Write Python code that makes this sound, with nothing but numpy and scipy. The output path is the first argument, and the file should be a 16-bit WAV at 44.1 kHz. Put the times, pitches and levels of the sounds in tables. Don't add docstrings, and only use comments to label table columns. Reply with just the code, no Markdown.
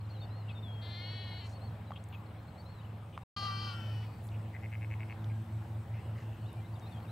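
import sys
import numpy as np
from scipy import signal
from scipy.fft import rfft, irfft, next_fast_len
from scipy.io import wavfile
from scipy.ndimage import uniform_filter1d, map_coordinates

SR = 44100
rng = np.random.default_rng(int(sys.argv[2]) if len(sys.argv) > 2 else 0)


def to_wav(sig):
    pcm = np.clip(np.atleast_2d(sig), -1, 1) * 32767
    pcm = np.round(pcm).astype(np.int16)
    wavfile.write(sys.argv[1], SR, pcm.T)


N = 313551


def amp(db):
    return 10 ** (np.asarray(db) / 20)


def unit(x):
    return x / np.sqrt(np.mean(x ** 2) + 1e-20)


def along(points, hz):
    f, v = np.transpose(points)
    return np.interp(np.log(hz + 1), np.log(f + 1), v)


def span(rows, smooth=.004):
    s, *columns = np.transpose(rows)
    t = np.arange(max(round(s[0] * SR), 0), min(round(s[-1] * SR), N)) / SR
    width = int(smooth * SR) + 1
    curves = [uniform_filter1d(np.interp(t, s, c), width, mode="nearest") for c in columns]
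    return round(t[0] * SR), t, curves


def wobble(rate, count=N):
    knots = rng.standard_normal(int(count * rate / SR) + 4)
    return map_coordinates(knots, [np.arange(count) * rate / SR])


def filtered(x, response):
    m = next_fast_len(x.shape[-1] + 8192)
    return irfft(rfft(x, m) * response(np.fft.rfftfreq(m, 1 / SR)), m)[..., :x.shape[-1]]


def add(out, start, x, lean_db=0.):
    x = x[:N - start]
    out[:, start:start + len(x)] += amp([[lean_db / 2], [-lean_db / 2]]) * x


def rush(colour, patchy_db):
    # frequency in Hz, left-right correlation from 0 to 1.
    alike = [(60, 1), (180, 0.99), (550, 0.91), (1650, 0.48), (4970, 0.62), (15000, 0.49)]
    # frequency in Hz, left over right in dB.
    lean = [(300, -1.1), (1200, 2), (2500, 3), (8000, 4), (15000, 0)]
    z = signal.stft(rng.standard_normal((2, N)), nperseg=512)[2]
    patches = rng.standard_normal(z.shape[1:])
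    patches = uniform_filter1d(uniform_filter1d(patches, 5, 0), 12, 1)
    pair = signal.istft(z * amp(patchy_db * unit(patches)), nperseg=512)[1][:, :N]

    def mid_side_response(hz):
        turn = np.arccos(np.clip(along(alike, hz), -1, 1)) / 2
        return amp(along(colour, hz)) * [np.cos(turn), np.sin(turn)]

    mid, side = filtered(pair, mid_side_response)
    stereo = np.array([mid + side, mid - side])
    return unit(filtered(stereo, lambda hz: amp(along(lean, hz) * [[.5], [-.5]])))


def air():
    # time in seconds, relative roar level in dB, relative hiss level in dB.
    levels = [(0, -58, -74.5), (1.5, -56.5, -73.5), (3.2, -58.5, -74), (3.4, -56.5, -68), (4.2, -57.5, -71),
              (5.5, -57, -71.5), (7.11, -57, -71)]
    # frequency in Hz, relative density in dB per Hz.
    roar_colour = [(25, -54), (40, -19.5), (77, -6.5), (105, -2.5), (208, -12), (350, -22), (800, -18),
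                   (1400, -26.5), (2300, -32.5), (2900, -35), (4200, -41), (5200, -51.5), (7000, -82.5)]
    # frequency in Hz, relative density in dB per Hz.
    hiss_colour = [(3000, -27.5), (5000, -5), (6800, -7.5), (8200, -1), (8900, -6), (9300, -11),
                   (11300, -6), (12300, -7.5), (15500, -6)]
    s, roar_db, hiss_db = np.transpose(levels)
    t = np.arange(N) / SR
    roar_gain = amp(np.interp(t, s, roar_db) + 7.5 + .6 * wobble(6))
    hiss_gain = amp(np.interp(t, s, hiss_db) + .5 * wobble(4))
    return roar_gain * rush(roar_colour, patchy_db=1.45) + hiss_gain * rush(hiss_colour, patchy_db=2.1)


def engines():
    # time in seconds, shaft rate in Hz, rms level of the fifth order in dB.
    hum_curve = [(0, 21.22, -42), (.5, 21.15, -41.5), (1.2, 21.19, -44), (1.9, 21.2, -46),
                 (2.4, 21.28, -48.5), (2.52, 21.33, -62), (2.65, 21.3, -49), (3, 21.35, -45.5),
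                 (3.24, 21.32, -55.5), (3.36, 21.2, -48), (3.7, 21.23, -38.5), (4.3, 21.42, -43),
                 (5.2, 21.44, -39.5), (6.1, 21.36, -43.5), (7.11, 20.79, -46.5)]
    # shaft order, relative level in dB.
    idle_orders = [(4, -53), (6, -64), (7, -68), (8, -60.5), (9.5, -69), (10, -65), (10.5, -68.5),
                   (15, -69), (20, -72.5), (25, -71.5)]
    # time in seconds, beats per second, firing rms level in dB, relative overtone level in dB.
    second_engine = [(3.36, 1, -58, -64), (3.9, 2.35, -45, -61.5), (4.3, 2.67, -48, -65),
                     (4.8, 1.426, -51.5, -62), (5.2, 2.23, -43.5, -57.5), (5.6, 5.35, -44, -58),
                     (6.1, 5.654, -43.5, -65.5), (6.2, 5.93, -43, -61), (7.11, 8.46, -49.5, -60)]
    in_step_s = 6.29
    upper_ratio, upper_db = 1.07, -57.5

    _, _, (shaft_hz, hum_db) = span(hum_curve, smooth=.015)
    shaft = 2 * np.pi * np.cumsum(shaft_hz) / SR
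    idle = np.zeros(N)
    for order, db in idle_orders:
        idle += amp(db + 1.5 + 2.1 * wobble(3.97)) * np.sin(order * shaft + rng.uniform(0, 2 * np.pi))
    hum = 5 * shaft
    idle += np.sqrt(2) * amp(hum_db) * np.sin(hum)
    out = np.array([idle, idle])

    start, t, (beats, firing_db, overtone_db) = span(second_engine)
    ahead = 2 * np.pi * np.cumsum(beats) / SR
    phase = hum[start:start + len(t)] + ahead - np.interp(in_step_s, t, ahead)
    firing = amp(firing_db) * np.sin(phase)
    firing += amp(upper_db) * np.sin(upper_ratio * phase + rng.uniform(0, 2 * np.pi))
    overtones = np.zeros(len(t))
    for multiple, down_db in [(2, 0), (3, 5)]:
        gain = amp(overtone_db - down_db + 2.66 * wobble(3, count=len(t)))
        overtones += gain * np.sin(multiple * phase)
    add(out, start, np.sqrt(2) * (firing + overtones))
    return out


def grass():
    # start in seconds, peak level in dB, centre in Hz, time to fall 60 dB in seconds.
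    ticks = [(1.907, -35, 810, .016), (1.919, -35, 1150, .02), (2.04, -48, 7700, 0.0055),
             (2.088, -52, 8600, .005), (3.1773, -29, 1150, .0075), (4.27, -53, 7450, .005),
             (4.289, -48.5, 3805, 0.0067), (5.2437, -45, 2960, 0.0055), (6.53, -51, 9900, .004),
             (6.797, -52, 6000, 0.0062), (7.003, -46, 2203, 0.0074)]
    # start in seconds, end in seconds, centre in Hz, width in octaves, relative level in dB. # The
    # long narrow band at 2800 Hz from 5.85 s is a faint far rattle.
    rustles = [(1.42, 1.57, 5700, 0.5, -69.5), (.48, .53, 2800, 0.37, -59), (0, 0.68, 2840, 0.078, -73.5),
               (1.95, 1.985, 2850, 0.27, -57), (3.12, 3.18, 2840, 0.23, -62), (2.12, 2.16, 2800, 0.28, -58),
               (2.03, 2.25, 14000, 0.22, -77), (3.72, 3.77, 3300, .3, -70), (4.02, 4.06, 2200, 0.5, -59),
               (4.3, 4.38, 2530, 0.19, -63), (5.29, 5.33, 2200, 0.18, -61), (5.9, 6.03, 2100, 0.27, -63),
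               (6.13, 6.25, 1930, 0.2, -62.5), (5.85, 6.72, 2800, 0.12, -70), (6.15, 6.27, 4100, 0.69, -71),
               (4.22, 4.3, 10300, 0.43, -69.5)]
    octaves_at_1khz, narrowing = 1, 0.64
    knock_below_hz = 1500
    out, t = np.zeros((2, N)), np.arange(-200, SR // 20) / SR

    def bump(hz, octaves):
        return lambda f: np.exp(-.5 * (np.log2((f + 1) / hz) / octaves) ** 2)

    for s, db, hz, t60 in ticks:
        knock = hz < knock_below_hz
        octaves = octaves_at_1khz * (hz / 1000) ** -narrowing + .15 * knock
        source = rng.standard_normal(len(t)) + 2.2 * knock * np.sin(2 * np.pi * hz * t)
        burst = filtered((t >= 0) * amp(-60 * t / t60) * source, bump(hz, octaves))
        add(out, round((s + t[0]) * SR), amp(db) * burst / np.max(np.abs(burst)))
    for begin, end, hz, octaves, db in rustles:
        count = round((end - begin) * SR)
        crackle = amp(2.2 * wobble(157, count=count)) * rng.standard_normal(count)
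        rustle = unit(filtered(crackle, bump(hz, octaves)))
        add(out, round(begin * SR), amp(db) * signal.windows.tukey(count, .6) * rustle, 1.5)
    return out


def birds():
    # start in seconds, length in seconds, first pitch in Hz,
    # last pitch in Hz, relative level in dB.
    whistles = [(.085, .035, 4800, 4560, -75), (0.123, 0.08, 4450, 3800, -68), (.14, .035, 3280, 3150, -71),
                (.21, 0.047, 3760, 3590, -62.5), (0.475, 0.047, 2900, 2470, -61.5),
                (0.485, .028, 2900, 3610, -64), (0.544, 0.063, 3760, 3600, -63),
                (0.621, 0.26, 3700, 3240, -60.5), (1.93, .014, 3230, 3200, -64),
                (1.865, .045, 4150, 3800, -71.5), (1.952, 0.029, 2970, 3350, -62.5),
                (2.12, 0.05, 2860, 2470, -62), (2.757, 0.027, 3780, 4146, -73),
                (2.778, .035, 4000, 3800, -66.5), (2.804, 0.023, 2780, 3130, -72),
                (2.84, .022, 2750, 3150, -72), (5.18, 0.051, 4130, 3587, -78),
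                (5.304, 0.071, 1593, 1635, -73), (5.951, 0.066, 2300, 2787, -76),
                (6.408, 0.073, 4650, 3968, -79), (6.485, 0.066, 3880, 3590, -74),
                (6.441, .057, 3193, 3994, -76), (6.55, .065, 2340, 2390, -77),
                (6.616, 0.046, 2120, 2080, -71), (6.59, 0.055, 3000, 3400, -81),
                (6.638, 0.038, 3410, 4000, -73.5), (6.735, .015, 4350, 4750, -72),
                (6.749, 0.026, 3970, 3350, -69), (6.808, .08, 3850, 3660, -69),
                (6.85, 0.04, 3770, 4260, -69), (6.854, 0.14, 2700, 2520, -78),
                (6.904, .055, 3880, 3300, -70), (6.947, 0.046, 3290, 3210, -68.5),
                (6.915, .028, 4300, 4530, -74), (7.027, 0.07, 3310, 2070, -72.5),
                (7.072, 0.046, 3512, 4168, -70)]
    # start in seconds, length in seconds, top in Hz, relative level in dB.
    chirps = [(.005, 0.016, 4280, -65.5), (.042, .022, 4170, -71), (0.097, 0.034, 4310, -66),
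              (0.195, 0.069, 4500, -66.5), (0.296, 0.14, 4280, -69), (0.517, 0.029, 4400, -75),
              (.725, 0.029, 4320, -74), (1.517, 0.068, 4450, -66), (1.604, 0.086, 4400, -66),
              (1.99, .018, 4300, -73), (2.26, .013, 4300, -69), (2.282, .018, 4100, -75),
              (2.373, .045, 4180, -77), (2.474, .032, 4280, -71), (2.574, 0.052, 4510, -67.5),
              (2.648, 0.11, 4324, -70), (6.816, .025, 4400, -77), (7.02, 0.022, 4350, -72)]
    slowest_hz_per_s, settle = 7500., 2.7
    arch_hz, arch_s = 447, .04
    arch_top = 0.68
    fade_db_per_s, swell_db_per_s = 23.5, 92
    rasp_below_hz, rasp_db, plain_db = 2950., 3.5, 2.2
    far_count, far_low_hz, far_high_hz, far_db = 55, 2600, 4600, -85
    out = np.zeros((2, N))

    def clock(length):
        return np.arange(round(length * SR)) / SR

    def sing(s, hz, db, rising=False):
        count = len(hz)
        slope = swell_db_per_s if rising else -fade_db_per_s
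        rough_db = rasp_db if hz.mean() < rasp_below_hz else plain_db
        level = amp(db + 6.0 + slope * np.arange(count) / SR + rough_db * wobble(111, count=count))
        level *= signal.windows.tukey(count, min(1, 1000 / count))
        phase = 2 * np.pi * np.cumsum(hz + 14 * wobble(70, count=count)) / SR
        add(out, round(s * SR), level * np.sin(phase))

    for s, length, first_hz, last_hz, db in whistles:
        way = clock(length) / min(length, abs(last_hz - first_hz) / slowest_hz_per_s)
        glide = way / (1 + way ** settle) ** (1 / settle)
        glide *= (1 + way[-1] ** -settle) ** (1 / settle)
        sing(s, first_hz + (last_hz - first_hz) * glide, db, last_hz > first_hz)

    far = [(a * N / SR, .02 + .04 * b, far_low_hz + c * (far_high_hz - far_low_hz), far_db + 6 * d)
           for a, b, c, d in rng.random((far_count, 4))]
    for s, length, top_hz, db in chirps + far:
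        t = clock(length)
        side_share = np.where(t < arch_top * length, arch_top, 1 - arch_top)
        from_top = (t / length - arch_top) / side_share
        sing(s, top_hz - arch_hz * np.tanh(length / arch_s) * from_top ** 2, db)
    return out


def lambs():
    # time in seconds, pitch in Hz, relative level in dB,
    # and for the moving mouth of bleat_first its resonance in Hz.
    bleat_first = [(.812, 344, -55, 3480), (.96, 347.7, -50.5, 3420), (1.04, 360.4, -49, 3150),
                   (1.13, 371, -49, 3150), (1.22, 371, -49.5, 3170), (1.33, 361.7, -51.5, 3090),
                   (1.397, 370.7, -52, 3050), (1.425, 338, -54, 2960), (1.49, 335, -55.5, 2850)]
    bleat_near = [(3.34, 403.8, -37.5), (3.42, 395.7, -41.5), (3.452, 401.8, -38.5), (3.478, 393.4, -41.5),
                  (3.57, 389.3, -44.5), (3.62, 397, -43), (3.68, 389.5, -43.5), (3.72, 376.6, -46.5),
                  (3.765, 346, -49)]
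    bleat_long = [(3.34, 386.7, -61), (3.44, 389.8, -54.5), (3.56, 391.2, -51), (3.75, 384.2, -55.5),
                  (3.93, 377.2, -58), (3.97, 368.5, -57.5), (4.03, 372, -58.5), (4.085, 360, -64)]
    bleat_far = [(3.42, 432.7, -61), (3.484, 455.6, -57), (3.61, 479.7, -64), (3.7, 476, -52.5),
                 (3.86, 441.5, -56), (3.91, 452, -57), (3.97, 434, -63)]
    bleat_faint = [(3.76, 420.5, -68), (3.85, 423, -66), (4, 402, -67), (4.11, 420, -69), (4.24, 406, -80)]
    # frequency in Hz, relative level in dB.
    throat_first = [(700, -36), (1400, -9), (1800, -3.5), (2150, 1.5), (2550, -11.5), (3600, -9.5),
                    (3800, -4), (4000, 0.5), (4250, 6.5), (4500, -0.5), (4800, -20.5), (5150, -21),
                    (5550, -21.5), (6300, -35.5)]
    throat_near = [(400, -31.5), (800, -16), (1190, 1), (1600, -21), (2400, -18), (2800, -21), (3170, -9),
                   (3600, -24), (4350, -8), (4750, -11), (5150, -18.5), (5550, -31), (6000, -29.5),
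                   (6500, -33), (9000, -33), (14000, -44)]
    throat_long = [(1100, -31), (1540, -6), (1950, -11), (2340, -14), (2700, -10), (3080, 5), (3450, -19),
                   (4200, -24), (4950, -25), (5400, -10), (5750, -22), (6300, -30), (8000, -50)]
    throat_far = [(900, -24), (1380, 0), (1900, -17), (2760, -13), (3300, -12), (4000, -40)]
    throat_faint = [(1900, -21), (2500, 2), (3200, -14), (4150, -5), (4550, 0), (5000, -8), (5600, -39)]
    # bleat, throat, quaver rate in Hz, quaver depth as a share of pitch, time of a quaver crest
    # in seconds, breath share of power, share added at the end, lean to the left in dB before shading.
    flock = [(bleat_first, throat_first, 21.5, .013, 1.21, .05, .1, .1),
             (bleat_near, throat_near, 22, .001, 3.45, .035, .4, .1),
             (bleat_long, throat_long, 18, .001, 3.5, .05, .2, 1.5),
             (bleat_far, throat_far, 12, .004, 3.6, .15, .3, -1.5),
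             (bleat_faint, throat_faint, 15, .002, 4.1, .35, .3, .1)]
    attack_s, release_s = 0.016, 0.035
    crack_s = 0.039
    mouth_db, mouth_width_hz = 13, 290
    breath_rises = 0.17
    out = np.zeros((2, N))

    for bleat, throat, quaver_hz, depth, crest, hoarse, crack, lean_db in flock:
        start, t, (hz, db, *mouth) = span(bleat, smooth=0.01)
        left_s = t[-1] - t

        def colour(f, resonances):
            bumps = [mouth_db * np.exp(-.5 * ((f - m) / mouth_width_hz) ** 2) for m in resonances]
            return along(throat, f) + sum(bumps)

        def breath_response(f):
            mean_mouth = [m.mean() for m in mouth]
            return amp(colour(f, mean_mouth)) * f ** breath_rises * (f > 500)

        quaver = np.cos(2 * np.pi * quaver_hz * (t - crest))
        hz = hz * (1 + depth * quaver + 0.00094 * wobble(70, count=len(t)))
        phase = 2 * np.pi * np.cumsum(hz) / SR
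        k = np.arange(1, 18)[:, None]
        flicker = np.array([wobble(16.0, count=len(t)) for _ in k])
        spread = 2 * np.pi * rng.random(k.shape)
        harmonics = amp(colour(k * hz, mouth) + 1.7 * flicker) * np.cos(k * phase + spread)
        voice = np.sum(harmonics, axis=0)
        breath = filtered(rng.standard_normal(len(t)) * (1 + np.cos(phase)), breath_response)
        breaking = np.clip((crack_s - left_s) / attack_s, 0, 1)
        hoarse = np.clip(hoarse + crack * breaking, 0, 1)
        sound = np.sqrt(1 - hoarse) * unit(voice) + np.sqrt(hoarse) * unit(breath)
        shape = np.clip(np.minimum((t - t[0]) / attack_s, left_s / release_s), 0, 1)
        add(out, start, amp(db - 0.46 * quaver) * shape * sound, lean_db)
    return out


def frog():
    croaks = [-39, -37.5, -36, -36, -35, -35.5, -35.5]
    first_croak_s, croak_every_s = 4.533, .0927
    warm_up = 1.3
    crest_s = .0009
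    out, t = np.zeros((2, N)), np.arange(SR // 40) / SR

    for n, db in enumerate(croaks):
        def warming(first, full):
            return full + (first - full) * np.exp(-n / warm_up)

        click_every_s, hz = warming(.0077, .0088), warming(2015, 2188)
        t60, side_share = warming(0.02, 0.01), warming(.3, 0.86)
        for k, down_db in enumerate([10.5, 2.5, 1.5, 5.2, 0.27]):
            s = first_croak_s + n * croak_every_s + k * click_every_s
            swing = 2 * np.pi * hz * (t - crest_s)
            side = 0.8 * np.sin(1.18 * swing + rng.normal(0, 0.25)) + 0.5 * np.sin(0.8 * swing)
            ring = (1 + 0.26 * wobble(1470, count=len(t))) * np.sin(swing)
            ring += side_share * side * amp(-60 * t / 0.04)
            decay = amp(db - down_db + 2.2 + rng.normal(0, .7) - 60 * t / t60)
            onset = (1 - np.exp(-t / 0.00059)) ** 2
            add(out, round(s * SR), decay * onset * ring)
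    return out


def scene():
    # frequency in Hz, left over right in dB,
    # left phase lead in radians.
    shade_rows = [(504, -8, 0.38), (1170, 2, 1.37), (1600, 6, 0.61), (2200, 3, 0.43), (2700, 7.5, 0.72),
                  (3010, 5.5, -0.26), (3260, 7, -1), (4200, 3, -0.2), (4700, 3.5, -0.39), (5470, 7, -.1)]
    shade_table = np.array(shade_rows)

    def shade(hz):
        ratio = amp(along(shade_table[:, [0, 1]], hz)) * np.exp(1j * along(shade_table[:, [0, 2]], hz))
        return ratio ** [[.5], [-.5]]

    animals = birds() + lambs() + frog()
    t = np.arange(SR // 4) / SR
    tail = amp(-60 * t / 0.49) * rng.standard_normal((2, len(t)))
    smear = signal.fftconvolve(animals, tail / np.linalg.norm(tail[0]), axes=1)[:, :N]
    return air() + engines() + grass() + filtered(animals + amp(-12.5) * smear, shade)


def record(dry):
    pause_start_s, pause_end_s, ramp_s = 3.2365, 3.3635, 0.003
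    top_hz = 15700
    t = np.arange(N) / SR
    on = np.clip(np.maximum(pause_start_s - t, t - pause_end_s) / ramp_s, 0, 1)
    return filtered(dry * on, lambda hz: hz < top_hz)


dry = scene()
out = record(dry)
to_wav(out)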